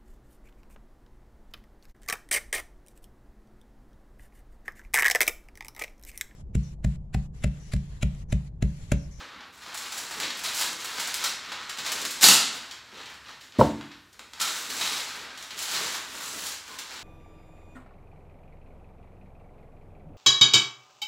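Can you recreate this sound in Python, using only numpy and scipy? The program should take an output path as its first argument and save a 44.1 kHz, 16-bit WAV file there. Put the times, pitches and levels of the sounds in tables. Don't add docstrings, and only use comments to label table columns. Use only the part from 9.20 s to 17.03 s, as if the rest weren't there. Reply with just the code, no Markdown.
import sys
import numpy as np
from scipy import signal
from scipy.fft import rfft, irfft
from scipy.io import wavfile
from scipy.ndimage import uniform_filter1d

SR = 44100
rng = np.random.default_rng(int(sys.argv[2]) if len(sys.argv) > 2 else 0)


def dump(signal):
    limited = np.clip(np.atleast_2d(signal).T, -1, 1)
    pcm = np.round(limited * 32767).astype(np.int16)
    wavfile.write(sys.argv[1], SR, pcm)


def undo_db(level):
    steps = np.asarray(level, float) / 20
    return 10 ** steps


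N = 345303

# f/Hz, level/dB (per Hz)
AIR = [(18, -30), (35, -16), (60, -4.5), (100, -8), (170, -14), (240, -11), (580, -21), (1900, -18),
       (2200, -23), (4080, -22), (10200, -32), (12300, -31), (16000, -40)]
# f/Hz, T60/s
ROOM = [(60, 0.43), (250, 0.7), (600, 0.54), (1500, 0.73), (4000, 0.62), (8000, 0.47), (15000, 0.26)]
# f/Hz, T60/s
TABLE = [(60, 0.38), (150, 0.5), (290, 0.81), (450, 0.15), (700, 0.41), (1000, 0.28), (3000, 0.14)]

# f/Hz, level/dB, T60/s
FIRST_END = [(73.8, -25.5, 0.31), (116.3, -12.5, 0.16), (230, 2, 0.028), (598, -15, 0.026)]
# f/Hz, level/dB, T60/s
ROCKING = [(464, -6, 0.034), (604, -9, 0.06), (770, -17, 0.028), (1025, -6, 0.016), (1880, -34, 0.037)]
# f/Hz, level/dB, T60/s
SECOND_END = [(118, -22, 0.26), (226, -14.5, 0.11), (522, -3, 0.052), (648, -13, 0.049), (928, 3.5, 0.031),
              (1310, -2.5, 0.017)]
# f/Hz, level/dB, T60/s
BOUNCE = [(546, -18, 0.043), (935, 3, 0.011)]
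# f/Hz, level/dB, T60/s
SETTLING = [(146.6, -20.5, 0.3), (221.1, -23.5, 0.45), (257, -26, 0.33), (291, -26.5, 0.56),
            (330, -30, 0.58), (385, -1.5, 0.019), (525, -13, 0.033), (574, -30, .3), (636, -31, 0.38),
            (740, -29, 0.25), (900, -32, 0.56), (877, -16.5, 0.064), (1110, -35, 0.34)]

# f/Hz, level/dB (per Hz)
SHEET = [(41, -31), (70, -15.5), (119, -9.5), (220, 1), (482, 1), (576, -1), (650, -7), (840, -29.5),
         (1430, -120)]
# t/s (full), level/dB, rise/s, hold/s
FLIPS = [(.78, -48, 0.12, 0.017), (1.02, -41, 0.15, 0.033), (1.44, -47.5, 0.17, 0.19),
         (2.75, -46.5, 0.27, 0.13), (3.376, -53, .03, 0.026), (3.6, -59, .15, .08),
         (3.726, -50.5, 0.063, 0.03), (4.365, -41, .04, .02), (5.0, -55, .02, 0.0061),
         (5.66, -55, 0.34, 0.066), (5.98, -51, 0.16, 0.033), (6.36, -44, 0.1, 0.03), (6.52, -45, 0.1, 0.12),
         (6.95, -48.5, 0.22, 0.017), (6.75, -55, .1, 0.12), (7.02, -50, .02, 0.16), (7.49, -56, .05, 0.052),
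         (7.78, -58, 0.067, .02)]

# f/Hz, level/dB (per Hz)
FIBRES = [(80, -38), (170, -22), (225, -9.5), (360, -21.5), (520, -15.5), (1000, -11.5), (2200, -7.5),
          (2800, -2), (3600, 2), (4600, 2), (7600, -0.5), (8600, -7), (12000, -13), (15700, -19.5),
          (16000, -17)]
# t/s, level/dB
TEAR_EFFORT = [
    (3.008, -55),
    (3.011, -32),
    (3.027, -19),
               (3.037, -14),
    (3.058, -25.5),
    (3.07, -20.5),
    (3.13, -24),
    (3.17, -42),
    (3.22, -37.5),
]
# t/s, extra level/dB
SNAGS = [
    (3.034, 3),
    (3.041, 7),
    (3.051, 7.5),
    (3.065, 6.5),
    (3.073, 0.5),
    (3.087, 11.5),
    (3.106, 2.5),
    (3.114, -2),
    (3.141, 10),
]

# f/Hz, level/dB (per Hz)
PAPER = [(320, -41.5), (550, -13.5), (770, -7.5), (937, -4), (1350, -2), (2400, -1), (4030, 3), (5410, -1),
         (7570, -4.5), (8590, -14), (13100, -24.5), (15700, -20)]
# t/s, peak level/dB, broad level/dB, crispness/dB
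TICKS = [(0.207, -31.5, -9, -33), (1.0004, -19, -11.5, -9.5), (1.193, -33, -7, -1),
         (1.9418, -17.5, -26, -5), (2.851, -19, -14, -8), (3.9, -44, -17, -6), (3.941, -46, -11, -5),
         (4.064, -38.5, -12, -24), (4.322, -32, -23, -30), (4.61, -29.5, -5.5, -27.5),
         (4.9927, -29, -9.5, -16), (5.134, -28, -18, -18), (5.2, -18, -15, -17), (5.252, -29, -18, -10),
         (5.722, -26, -8, -18), (6.226, -27.5, -24, -12.5), (7.268, -23, -29, -6), (0.625, -37, -8, -2),
         (0.91, -30, 0, -8), (1.412, -26.5, -0.5, -1.5), (1.53, -28, -14, -6), (1.695, -31.5, -2, -15),
         (1.783, -27, -3, -20), (2.047, -21, -17, -9), (5.2977, -21, -18, -21), (6.3901, -23, -19, -8),
         (7.238, -27, -24, -7)]
# t/s, peak level/dB, broad level/dB,
# crispness/dB
BUCKLES = [(0.325, -46, -17, -6), (0.424, -35, -18, -18), (0.542, -26.5, -6.5, -5),
           (0.5728, -24.5, -26, -5), (0.7207, -21, -12.5, -10), (0.777, -22.5, -21, -5),
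           (1.004, -21.5, -10, -12), (1.03, -13, -18, -23), (1.0995, -16.5, -18, -22),
           (1.169, -37, -13, 4), (1.236, -21, -15, -5), (1.345, -28, -18, 1), (1.6, -25, -15, -13),
           (1.643, -26.5, -4, -2), (1.7956, -14.5, -17, -10), (1.872, -23, -6, -4.5),
           (1.943, -23, -17, -7), (2.038, -14, -12, -6), (2.317, -19, -10, -21), (2.493, -18, -14, -14),
           (2.584, -17.5, -18, -18), (2.661, -16, -13.5, -12.5), (2.716, -20, -19.5, -2),
           (2.813, -21, -24.5, -7), (2.851, -17.5, -13.5, -11), (2.905, -22, -26, -3.5),
           (3.346, -33, -22, -7.5), (3.509, -22, -22, -18.5), (3.81, -27.5, -20, -27),
               (3.855, -28.5, -23, -20), (4.209, -31.5, -36, -20), (4.342, -41, -10, -27.5),
               (4.389, -36.5, 7, -18), (4.411, -30.5, 1, -25), (4.7133, -31, -20, -35),
               (4.926, -40, -41.5, -10), (5.2132, -13.5, -14.5, -6), (2.693, -31, -20, -6),
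               (5.4985, -18.5, -19, -12), (5.612, -10.5, -19.5, -29), (6.173, -24.5, -17, -15),
               (6.305, -22, -20, -24), (6.374, -23, -16, -14), (6.423, -27, -22, 1), (6.511, -20, -14, -8),
               (6.569, -20, -14, -21), (6.705, -33, -16, -14), (7.5853, -20, -19, -11)]
# t/s (full), level/dB, rise/s, hold/s, crispness/dB
FOLDING = [(0.0, -39.5, .01, 0.015, -20), (0.102, -45.5, 0.072, 0.14, -46), (0.336, -53.5, .01, 0.13, -2),
           (0.424, -46.5, 0.036, 0.075, -10), (0.505, -47, .05, .03, -22), (0.546, -40, 0.032, 0.12, -4),
           (0.73, -41.5, 0.12, 0.22, -0.5), (0.903, -40, 0.18, 0.12, -4.5), (1.024, -32.5, 0.11, 0.036, -9),
           (1.163, -41, 0.11, 0.067, -6), (1.247, -28, .03, 0.02, -6.5), (1.386, -30, 0.14, 0.041, 1.5),
           (1.618, -38, 0.14, 0.029, -4), (1.774, -34.5, 0.37, 0.26, -5), (2.031, -31.5, .05, 0.033, -7),
           (2.21, -42, 0.091, 0.22, -14), (2.323, -38, 0.034, 0.045, -31), (2.428, -41.5, .1, 0.06, -14.5),
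           (2.493, -42.5, .03, .02, -16), (2.576, -34.5, 0.035, 0.011, -7), (2.652, -31.5, 0.066, 0.15, -8),
           (2.945, -40, 0.14, 0.11, -3.5)]
# t/s (full), level/dB, rise/s, hold/s, crispness/dB
SETTING = [(3.325, -40, 0.022, 0.037, -5.5), (3.414, -45, .05, 0.031, -9), (3.5, -50.5, 0.091, 0.05, -13),
           (3.63, -70, .1, .04, -20), (3.745, -45.5, 0.26, 0.2, -14.5), (4.086, -43.5, 0.17, 0.015, -15.5),
           (4.208, -50.5, 0.018, 0.013, -1.5), (4.35, -45.5, .03, .02, -21),
           (4.386, -36, 0.0028, .005, -2.5), (4.456, -61.5, .05, 0.033, -19), (4.57, -57.5, .1, 0.1, -8),
           (4.711, -50.5, 0.031, 0.0053, -14), (4.942, -64.5, .03, 0.012, -7), (5, -66, 0.015, .003, 2.5),
           (5.132, -47, .003, .005, -13), (5.183, -52, 0.086, .01, -17)]
# t/s (full), level/dB, rise/s, hold/s, crispness/dB
HANGING = [(5.201, -31.5, .01, .01, -0.5), (5.215, -27.5, 0.022, .003, -15), (5.276, -39.5, .02, 0.15, 2),
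           (5.536, -36, 0.44, 0.11, -0.5), (5.619, -32, 0.096, 0.19, -3), (5.865, -39, 0.078, 0.13, -7),
           (5.97, -43, 0.13, 0.17, -22), (6.226, -47, 0.24, 0.015, -4), (6.304, -43.5, 0.036, 0.035, -7),
           (6.377, -34.5, 0.033, 0.17, -1), (6.531, -32, 0.075, 0.22, -3), (6.76, -42.5, 0.17, 0.11, -17),
           (6.946, -41, 0.16, 0.065, -1.5), (7.047, -46.5, .1, 0.041, 8), (7.162, -42, .1, 0.025, 4.5),
           (7.268, -39, 1, 0.045, 2), (7.476, -43.5, 0.091, 0.058, -4), (7.579, -41, .02, 0.0089, -15),
           (7.705, -41.5, 0.16, 0.093, -7)]

SPLIT_HZ = 1803, 9920
DULL_HZ, DULL_SHARE = 4570, 0.42
LIMP_SHARE = 0.1
BROAD_DB, BROAD_PER_DB = -2.5, -0.3
FLEX_DB = -10.5
RISE_DB, SAG_DB_PER_S, RELEASE_DB_PER_S = 30.5, 17, 194
CLUMP_DB = 1.5
SNAP_S, TICK_S = 0.008, 0.002
SNAP_RISE, TICK_RISE = 0.46, 0.17


def evened(x):
    return x / np.sqrt(np.mean(x ** 2) + 1e-20)


def coloured(x, points):
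    f, db = np.transpose(points)
    hz = abs(np.fft.fftfreq(8192, 1 / SR))
    gain = undo_db(np.interp(np.log(hz + 1), np.log(f + 1), db))
    spectrum = np.exp(np.conj(signal.hilbert(np.log(gain))))
    taps = np.fft.ifft(spectrum).real[:4096]
    return signal.oaconvolve(x, taps)[:N]


def air():
    return undo_db(-60.5) * evened(coloured(rng.standard_normal(N), AIR))


def room(x, decays, build_s, count):
    f, t60 = np.transpose(decays)
    slot = np.arange(N) / SR / 0.006
    out = np.zeros(N)
    for k in range(count):
        taps = np.zeros(SR)
        at = np.arange(100, SR - 12, 12) + rng.integers(0, 12, (SR - 101) // 12)
        taps[at] = rng.choice([-1., 1.], len(at))
        hz, t, z = signal.stft(taps, SR, nperseg=256)
        band_t60 = np.interp(np.log(hz + 1), np.log(f), t60)[:, None]
        z *= undo_db(-60 * t / band_t60) * np.minimum(t / build_s, 1)
        tail = signal.istft(z, SR, nperseg=256)[1]
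        share = np.cos(np.pi / 2 * np.clip((slot - k) % count - 1, -1, 1))
        out += signal.oaconvolve(x * share, tail / np.linalg.norm(tail))[:N]
    return out


def squeak():
    start_s, length_s, hz, sag_hz = 7.495, 0.058, 1047, 25
    u = np.clip((np.arange(N) / SR - start_s) / length_s, 0, 1)
    turns = np.cumsum(hz - sag_hz * u) / SR
    return undo_db(-48) * np.sqrt(abs(np.sin(np.pi * u))) * np.sin(2 * np.pi * turns)


def blow(s, modes, rise):
    t = np.maximum(np.arange(N) / SR - s, 0)
    ring = sum(undo_db(db - 60 * t / t60) * np.sin(2 * np.pi * hz * t) for hz, db, t60 in modes)
    return ring * (1 - np.exp(-t / rise)) ** 2


def knock():
    first = blow(4.387, FIRST_END, rise=0.002)
    rock = blow(4.392, ROCKING, rise=0.0016)
    rebound = undo_db(-4) * blow(4.402, ROCKING, rise=0.0017)
    second = blow(4.410, SECOND_END, rise=0.0018)
    hop = blow(4.414, BOUNCE, rise=0.0007)
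    settle = blow(4.420, SETTLING, rise=0.00089)
    return first + rock + rebound + second + hop + settle


def strokes(rows):
    t, power = np.arange(0, N, 32) / SR, 1e-12
    for s, db, rise, hold in rows:
        swell = RISE_DB * np.minimum(t - s, 0) / max(rise, 0.002)
        sag = SAG_DB_PER_S * np.maximum(t - s, 0)
        release = RELEASE_DB_PER_S * np.maximum(t - s - hold, 0)
        power = power + undo_db(2 * (db + swell - sag - release))
    return np.interp(np.arange(N) / SR, t, 10 * np.log10(power))


def flexing(broad_db):
    lumps = evened(uniform_filter1d(rng.standard_normal(N), 700))
    body = evened(coloured(undo_db(4.2 * lumps) * rng.standard_normal(N), SHEET))
    level = np.hypot(undo_db(broad_db + FLEX_DB), undo_db(strokes(FLIPS)))
    return body * level * undo_db(-8.0)


def swarm(levels_db, per_s, spread_db, clump_db):
    sizes = undo_db(spread_db * np.minimum(rng.exponential(1, N), 3.5))
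    ticks = (rng.random(N) < per_s / SR) * sizes
    ticks = signal.lfilter([1], [1, -0.9], ticks)
    clumps = uniform_filter1d(uniform_filter1d(rng.standard_normal(N), 500), 500)
    envelope = evened(ticks * undo_db(clump_db * evened(clumps)))
    noise = rng.standard_normal((3, N))[[0, 1, 2, 0]]
    return envelope * noise * undo_db(levels_db)


def tear_effort():
    t = np.arange(N) / SR
    jerks = sum(db * np.exp(-((t - s) / 0.0018) ** 2) for s, db in SNAGS)
    return np.interp(t, *np.transpose(TEAR_EFFORT), left=-120, right=-120) + jerks


def tearing():
    balance_db = np.array([[0], [-9], [-3.5], [0]])
    levels_db = tear_effort() + balance_db
    return swarm(levels_db, per_s=8000, spread_db=1.6, clump_db=CLUMP_DB / 2) * undo_db(0.5)


def hands():
    s, db, rise, hold, crisp = np.transpose(FOLDING + SETTING + HANGING)
    middle = LIMP_SHARE * (crisp + 6)
    broad = BROAD_DB + BROAD_PER_DB * (db + 39)
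    upper = DULL_SHARE * (crisp + 5)
    return np.array([strokes(zip(s, db + extra, rise, hold)) for extra in (middle, broad, crisp, upper)])


def flattened(bursts, shape):
    z = rfft(bursts)
    even = irfft(z / np.sqrt(uniform_filter1d(abs(z) ** 2, size=45)), len(shape))
    even = even * (np.arange(len(shape)) < len(shape) // 2)
    return even * np.linalg.norm(shape) / np.linalg.norm(even, axis=1, keepdims=True)


def snaps():
    out, t = np.zeros((4, N + 4000)), np.arange(4000) / SR
    rows = [(*r, SNAP_S, SNAP_RISE) for r in BUCKLES]
    rows += [(*r, TICK_S, TICK_RISE) for r in TICKS]
    noises = rng.standard_normal((len(rows), 3, 4000))
    for (s, db, broad, fine, length, rise), noise in zip(rows, noises):
        shape = np.minimum(t / (rise * length), 1) * np.exp(-t / length)
        shape = shape * (0.006 / length) ** 0.4
        burst = flattened(shape * noise, shape)
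        balance_db = np.array([[0], [broad + 8], [fine + 8], [DULL_SHARE * (fine + 13)]])
        at = round(s * SR)
        out[:, at:at + 4000] += undo_db(db - 9.5 + balance_db) * burst[[0, 1, 2, 0]]
    return out[:, :N]


def small_folds(x):
    low, high = (signal.butter(3, DULL_HZ, kind, fs=SR, output="sos") for kind in ("lowpass", "highpass"))
    return [signal.sosfilt(low, x[0]) + signal.sosfilt(high, x[3]), x[1], x[2]]


def by_fold_size(x, colour):
    edges = [(SPLIT_HZ, "bandpass"), (SPLIT_HZ[0], "lowpass"), (SPLIT_HZ[1], "highpass")]
    click = coloured(np.arange(N) == 0, colour)
    out = np.zeros(N)
    for (hz, kind), row in zip(edges, x):
        part = signal.butter(3, hz, kind, fs=SR, output="sos")
        gain = np.linalg.norm(signal.sosfilt(part, click))
        out += signal.sosfilt(part, coloured(row, colour)) / gain
    return out


def scene():
    folds_db = hands()
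    handling = swarm(folds_db, per_s=2500, spread_db=2.5, clump_db=CLUMP_DB) * undo_db(-5.5)
    folds = by_fold_size(small_folds(handling + snaps()), PAPER[:-1])
    tear = by_fold_size(tearing(), FIBRES[:-1])
    paper = folds + tear + flexing(folds_db[1]) + squeak()
    table = knock()
    paper_echoes = undo_db(1.5) * room(paper, ROOM, build_s=0.002, count=8)
    table_echoes = undo_db(-17) * room(table, TABLE, build_s=0.019, count=3)
    mono = paper + table + paper_echoes + table_echoes + air()
    return np.array([mono, mono])


def roll_off(x):
    return signal.sosfilt(signal.butter(12, 16670, fs=SR, output="sos"), x)


def record(dry):
    cut = signal.sosfilt(signal.butter(4, 48, "highpass", fs=SR, output="sos"), dry)
    limited = np.tanh(cut / 1.4) * 1.4
    band_limit = signal.firwin(511, 15850, fs=SR)[None]
    mix = signal.oaconvolve(limited, band_limit, "same")
    return roll_off(mix)


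dry = scene()
out = record(dry)
dump(out)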